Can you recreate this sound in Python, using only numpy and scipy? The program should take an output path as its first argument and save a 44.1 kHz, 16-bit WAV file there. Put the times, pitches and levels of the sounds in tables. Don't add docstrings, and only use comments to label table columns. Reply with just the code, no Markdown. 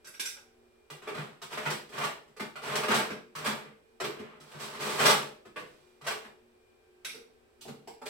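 import sys
import numpy as np
from scipy import signal
from scipy.fft import rfft, irfft, next_fast_len
from scipy.io import wavfile

SR = 44100
rng = np.random.default_rng(int(sys.argv[2]) if len(sys.argv) > 2 else 0)


def inscribe(sig):
    pcm = np.round(np.clip(np.atleast_2d(sig).T, -1, 1) * 32767)
    wavfile.write(sys.argv[1], SR, pcm.astype(np.int16))


N = 356764
RING_SAMPLES, PLACES = 2 ** 14, 4


def amp(db):
    return 10 ** (np.asarray(db) / 20)


def unit_energy(x):
    return x / np.sqrt(np.sum(x ** 2))


def curve_at(table, hz):
    table_hz, values = np.transpose(table)
    return np.interp(np.log(np.maximum(hz, 1)), np.log(table_hz), values)


def convolve(x, response):
    return signal.oaconvolve(np.atleast_2d(x), np.atleast_2d(response), axes=1)[:, :N]


def min_phase(table, size=4096):
    cepstrum = irfft(np.log(amp(curve_at(table, np.fft.rfftfreq(size, 1 / SR)))))
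    cepstrum[1:size // 2] *= 2
    cepstrum[size // 2 + 1:] = 0
    return irfft(np.exp(rfft(cepstrum)))[:size // 2]


def tick(spectrum):
    return np.pad(unit_energy(min_phase(spectrum)), (0, RING_SAMPLES - 2048))


def ring(modes, scatter_db):
    t = np.arange(RING_SAMPLES) / SR
    offsets_db = scatter_db * rng.standard_normal(len(modes))
    out = 0
    for (hz, db, t60_s), offset_db in zip(modes, offsets_db):
        decay = 1000. ** (-t / max(t60_s, .005))
        out += amp(db + offset_db) * np.sin(2 * np.pi * hz * t) * decay
    return unit_energy(out)


def grains(shape, rate_hz, scatter_db):
    hit = rng.random(shape) < rate_hz / SR
    return hit * rng.choice([-1., 1.], shape) * amp(scatter_db * rng.exponential(size=shape))


def blows(events, rate_hz, scatter_db, contact, size=4096):
    rattle = grains((len(events), size), rate_hz, scatter_db)
    rattle[:, 0] = contact
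    t = np.arange(size) / SR
    force = np.zeros((PLACES, 3, N + size))
    for k, (start_s, db, low_db, high_db, decay_s) in enumerate(events):
        burst = unit_energy(rattle[k] * np.exp(-t / decay_s))
        start = int(start_s * SR)
        force[k % PLACES, :, start:start + size] += amp(db + np.array([[0], [low_db], [high_db]])) * burst
    return force[:, :, :N]


def struck(force, modes, contact_tick, scatter_db, edges_hz):
    cuts = (edges_hz, "band"), (edges_hz[0], "low"), (edges_hz[1], "high")
    filters = [signal.butter(3, hz, kind, fs=SR, output="sos") for hz, kind in cuts]
    sounds = []
    for band_forces in force:
        body = ring(modes, scatter_db) + contact_tick
        bands = [unit_energy(signal.sosfilt(sos, body)) for sos in filters]
        sounds.append(convolve(band_forces, bands).sum(axis=0))
    return np.array(sounds)


# frequency in Hz, left-right correlation.
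STEREO_LIKENESS = [(60, .5), (130, .95), (290, .72), (640, .05), (1400, -.1), (3000, 0)]


def stereo_noise(size):
    likeness = curve_at(STEREO_LIKENESS, np.fft.rfftfreq(size, 1 / SR))
    mid, side = rfft(rng.standard_normal((2, size))) * np.sqrt([(1 + likeness) / 2, (1 - likeness) / 2])
    return np.array([mid + side, mid - side])


# frequency in Hz, relative density in dB.
AIR_SPECTRUM = [(25, -21), (70, -16), (130, -25), (190, -31), (290, -23), (450, -17.5), (700, -24),
                (1500, -28.5), (3000, -32.5), (16000, -46.5)]
# frequency in Hz, rms level in dB, width in Hz.
MOTOR_TONES = [(236, -75.5, 8), (363.4, -70, 6.8), (410, -74.5, 30), (448, -74.5, 6), (770, -81, 3),
               (1576, -83.5, 4.5), (2406, -81, 2.4)]


def fridge(air_db=-67.5):
    size = 2 * next_fast_len(N // 2 + 1)
    hz = np.fft.rfftfreq(size, 1 / SR)
    air = irfft(stereo_noise(size) * amp(curve_at(AIR_SPECTRUM, hz)))
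    out = amp(air_db) * air / air.std()
    for centre_hz, db, width_hz in MOTOR_TONES:
        tone = irfft(stereo_noise(size) / (1 + (2 * (hz - centre_hz) / width_hz) ** 2))
        out += amp(db) * tone / tone.std()
    return out[:, :N]


# frequency in Hz, T60 in seconds.
ROOM_DECAY = [(100, 0.23), (300, 0.55), (1000, 0.36), (3000, 0.39), (8000, 0.34), (16000, 0.35)]
# frequency in Hz, relative gain in dB.
DIRECT_PATH = [(120, 8.5), (400, 24.5), (900, 20), (8000, 9)]


def room(rise_s=0.0034, early_db=4, early_s=0.0041, gain_db=-4):
    size = 2 * RING_SAMPLES
    t, hz = np.arange(size) / SR, np.fft.rfftfreq(size, 1 / SR)
    noise, echoes = stereo_noise(size), 0
    for band_hz, t60_s in ROOM_DECAY:
        band = curve_at([(f, f == band_hz) for f, _ in ROOM_DECAY], hz)
        echoes += irfft(noise * band) * 1000. ** (-t / t60_s)
    response = echoes * (1 - np.exp(-t / rise_s)) * (1 + amp(early_db) * np.exp(-t / early_s))
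    response[:, :2048] += min_phase(DIRECT_PATH)
    return amp(gain_db) * signal.sosfilt(signal.butter(4, 128, "high", fs=SR, output="sos"), response)


# start in seconds, level in dB, boom and click in dB re level,
# rattle decay in seconds.
COUNTER_THUMPS = [(7.145, -48, 2, 1.5, 0.0049), (7.652, -48, 9, -3, 0.0076), (7.684, -46, 3, -8, 0.0022),
                  (7.216, -65, -5, -10, 0.004), (7.72, -72, 0, -17, 0.0072),
                  (7.874, -37.5, -11, -7.5, 0.0025), (8.016, -39, -8, -11, 0.0051)]
# frequency in Hz, relative level in dB, T60 in seconds.
COUNTER_MODES = [(252, 1, 0.16), (392, -22, 0.054), (455, 9, 0.078), (575, 3, 0.04), (820, 13.5, 0.0067),
                 (1280, 6, 0.0093)]


def counter():
    force = blows(COUNTER_THUMPS, rate_hz=1400, scatter_db=2, contact=1.7)
    faint_tick = amp(-12.5) * tick(ICE_SPECTRUM)
    return struck(force, COUNTER_MODES, faint_tick, scatter_db=9, edges_hz=(700, 2000))


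# start in seconds, level in dB, low ring and shimmer in dB re level,
# rattle decay in seconds.
SCOOP_CLINKS = [(0.045, -46.5, -6, -1.5, 0.011), (0.0703, -44.5, -1, 1, 0.0025),
                (0.1386, -47, -7, -1, 0.0041), (0.1962, -28, -14.5, -2, 0.0021),
                (0.254, -32, -15.5, 2, 0.012), (0.2865, -47.5, -22, 0.5, 0.006),
                (0.3655, -56.5, 6.5, -24, 0.0081), (2.98, -37, 6.5, -0.5, 0.0042),
                (3.1017, -41.5, 4, -7, 0.0039), (7.0475, -30, -13, -5.5, 0.0035),
                (7.092, -39.5, -12, -5.5, 0.0061)]
# frequency in Hz, relative level in dB, T60 in seconds.
SCOOP_MODES = [(632.5, -4, 0.15), (1610, 16, 0.015), (2435, 0.5, 0.025), (2694, 3.5, .028),
               (3830, 5, 0.017), (5730, 3, 0.03), (7630, -9.5, 0.018), (9460, -8, 0.039),
               (9600, -5.5, 0.04), (10610, -1, .025), (11700, -4.5, .025), (13200, -1, .02)]


def scoop():
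    force = blows(SCOOP_CLINKS, rate_hz=1800, scatter_db=4, contact=4.6)
    bright_tick = tick([(900, -7), (1600, 11.5), (6000, 4), (16000, -13)])
    return struck(force, SCOOP_MODES, bright_tick, scatter_db=5.5, edges_hz=(2000, 5000))


# start and settling onset in seconds, relative level at that
# onset in dB, swell up to it in dB, crack in dB re level.
HEAP_SLIDES = [(1.02, 1.208, -41, 8, -9.5), (1.487, 1.52, -37.5, 6, -6), (1.606, 1.667, -40.5, 9, -3.5),
               (1.907, 1.98, -33.5, 8.5, -8), (2.607, 2.642, -34, 2.5, -7), (2.65, 2.755, -28.5, 10.5, -10),
               (2.853, 2.929, -26.5, 25.5, -11), (3.385, 3.52, -37.5, 4, -10.5),
               (4.033, 4.33, -52, -3, -20), (4.42, 4.585, -47.5, 13, -3), (4.582, 4.627, -39.5, 1.5, -0.5),
               (4.655, 4.78, -43.5, 2.5, -9), (4.787, 4.863, -32.5, -3, -4), (4.87, 4.97, -36, 8, -3.5),
               (4.974, 5.055, -20, 4.5, -7), (5.634, 5.95, -72, -11.5, -1), (6.03, 6.04, -39, 7, -5.5)]


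def sliding_heap(gain_db=-29, thud_db=-8.5, fade_in_s=.02, settle_db_per_s=171.5):
    t = np.arange(N) / SR
    collisions = unit_energy(grains((PLACES, 1, N), rate_hz=500, scatter_db=2.5)) * np.sqrt(N)
    band_gains = np.zeros((3, N))
    for start_s, settle_s, db, swell_db, crack_db in HEAP_SLIDES:
        swelling_db = swell_db * (settle_s - t) / (settle_s - start_s)
        drop_db = np.where(t < settle_s, swelling_db, settle_db_per_s * (t - settle_s))
        envelope = np.clip((t - start_s) / fade_in_s, 0, 1) * amp(-np.clip(drop_db, -20, 100))
        band_gains += amp(gain_db + db + np.array([[0], [thud_db], [crack_db]])) * envelope
    return band_gains * collisions


# start in seconds, level in dB, thud and crack in dB re level.
CUBE_KNOCKS = [(0.901, -40, -7.5, -1.5), (1.02, -46, -1, -8), (1.072, -32.5, -7, -12),
               (1.143, -36.5, -2.5, -9.5), (1.176, -35, 3.5, -13.5), (1.417, -38.5, -8, -1),
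               (1.521, -34, -12, -8), (1.57, -29.5, -12, -10.5), (1.654, -23.5, -13.5, -14.5),
               (1.7, -29, -4.5, -2), (1.889, -50.5, 2, -0.5), (2.011, -28, -7.5, -11.5),
               (2.036, -25, -15, -8), (2.276, -61.5, 2, -3), (2.365, -45.5, -4.5, -3.5),
               (2.396, -30, -4.5, -8.5), (2.556, -35.5, -12, -10.5), (2.754, -27.5, -13.5, 0.5),
               (2.83, -28, -18, -10), (2.881, -23.5, -4, -8.5), (2.905, -17.5, -27.5, -11),
               (2.94, -23, -7, -1.5), (2.988, -25, -15, -12), (3.103, -35, -0.5, -13),
               (3.352, -32, -9, -4.5), (3.388, -50.5, 8, -23), (3.443, -30, -12, -4),
               (3.458, -23, -7, -5.5), (3.65, -46.5, -1.5, -30), (4.001, -27.5, -2.5, -8.5),
               (4.039, -29, -1, -6.5), (4.186, -42, 7, -10.5), (4.401, -49, 0, -0.5), (4.537, -44, 3, -22),
               (4.894, -32.5, -7, -3), (5.053, -13, -16.5, -3.5), (5.094, -17, -20.5, -3),
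               (5.451, -48, 1, -8.5), (5.56, -32, -6.5, -14.5), (5.588, -48, 4.5, -2.5),
               (6.011, -45.5, -5, -8), (6.066, -24.5, -25, -5), (6.104, -29.5, -9.5, -9.5),
               (6.242, -44.5, -11, -10.5), (7.61, -53, -10.5, 10.5), (7.677, -45, 5, -2.5),
               (8.055, -35.5, -6, -1.5)]
# frequency in Hz, relative density in dB.
ICE_SPECTRUM = [(100, -33), (146, -17.5), (300, -3.5), (430, 0.5), (750, -7.5), (1150, -6), (2200, -11.5),
                (4000, -11.5), (7000, -16.5), (16000, -27)]
# frequency in Hz, relative level in dB, T60 in seconds (floored at 5 ms).
BIN_MODES = [(150.2, 6, 0.098), (212.9, 6.5, 0.089), (443.4, 3, 0.079), (502, -3.5, 0.069),
             (619, -16.5, 0.26), (1110, -0.5, 0.0033), (2405, -15, 0.014)]


def ice(rattle_s=0.011):
    knocks = [(*row, rattle_s) for row in CUBE_KNOCKS]
    force = blows(knocks, rate_hz=2500, scatter_db=4, contact=3.26) + sliding_heap()
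    return struck(force, BIN_MODES, tick(ICE_SPECTRUM), scatter_db=3.5, edges_hz=(600, 2800))


def scene():
    return sum(convolve(place, room()) for place in ice() + scoop() + counter()) + fridge()


# frequency in Hz, gain in dB.
PORT_RESONANCE = [(4000, 0), (6000, 0), (6900, -4), (7600, 5.5), (9500, 1.5)]
# frequency in Hz, gain in dB re right.
LEFT_PORT_LOSS = [(1500, .3), (4000, -1.5), (8000, -4.5), (11000, -10), (16000, -11)]


def record(dry, hiss_db=-90, top_hz=15900):
    left = convolve(dry[0], min_phase(LEFT_PORT_LOSS))
    wet = convolve(np.vstack([left, dry[1]]), min_phase(PORT_RESONANCE))
    wet += amp(hiss_db) * rng.standard_normal(wet.shape)
    return signal.sosfilt(signal.ellip(10, .2, 70, top_hz, fs=SR, output="sos"), wet)


dry = scene()
out = record(dry)
inscribe(out)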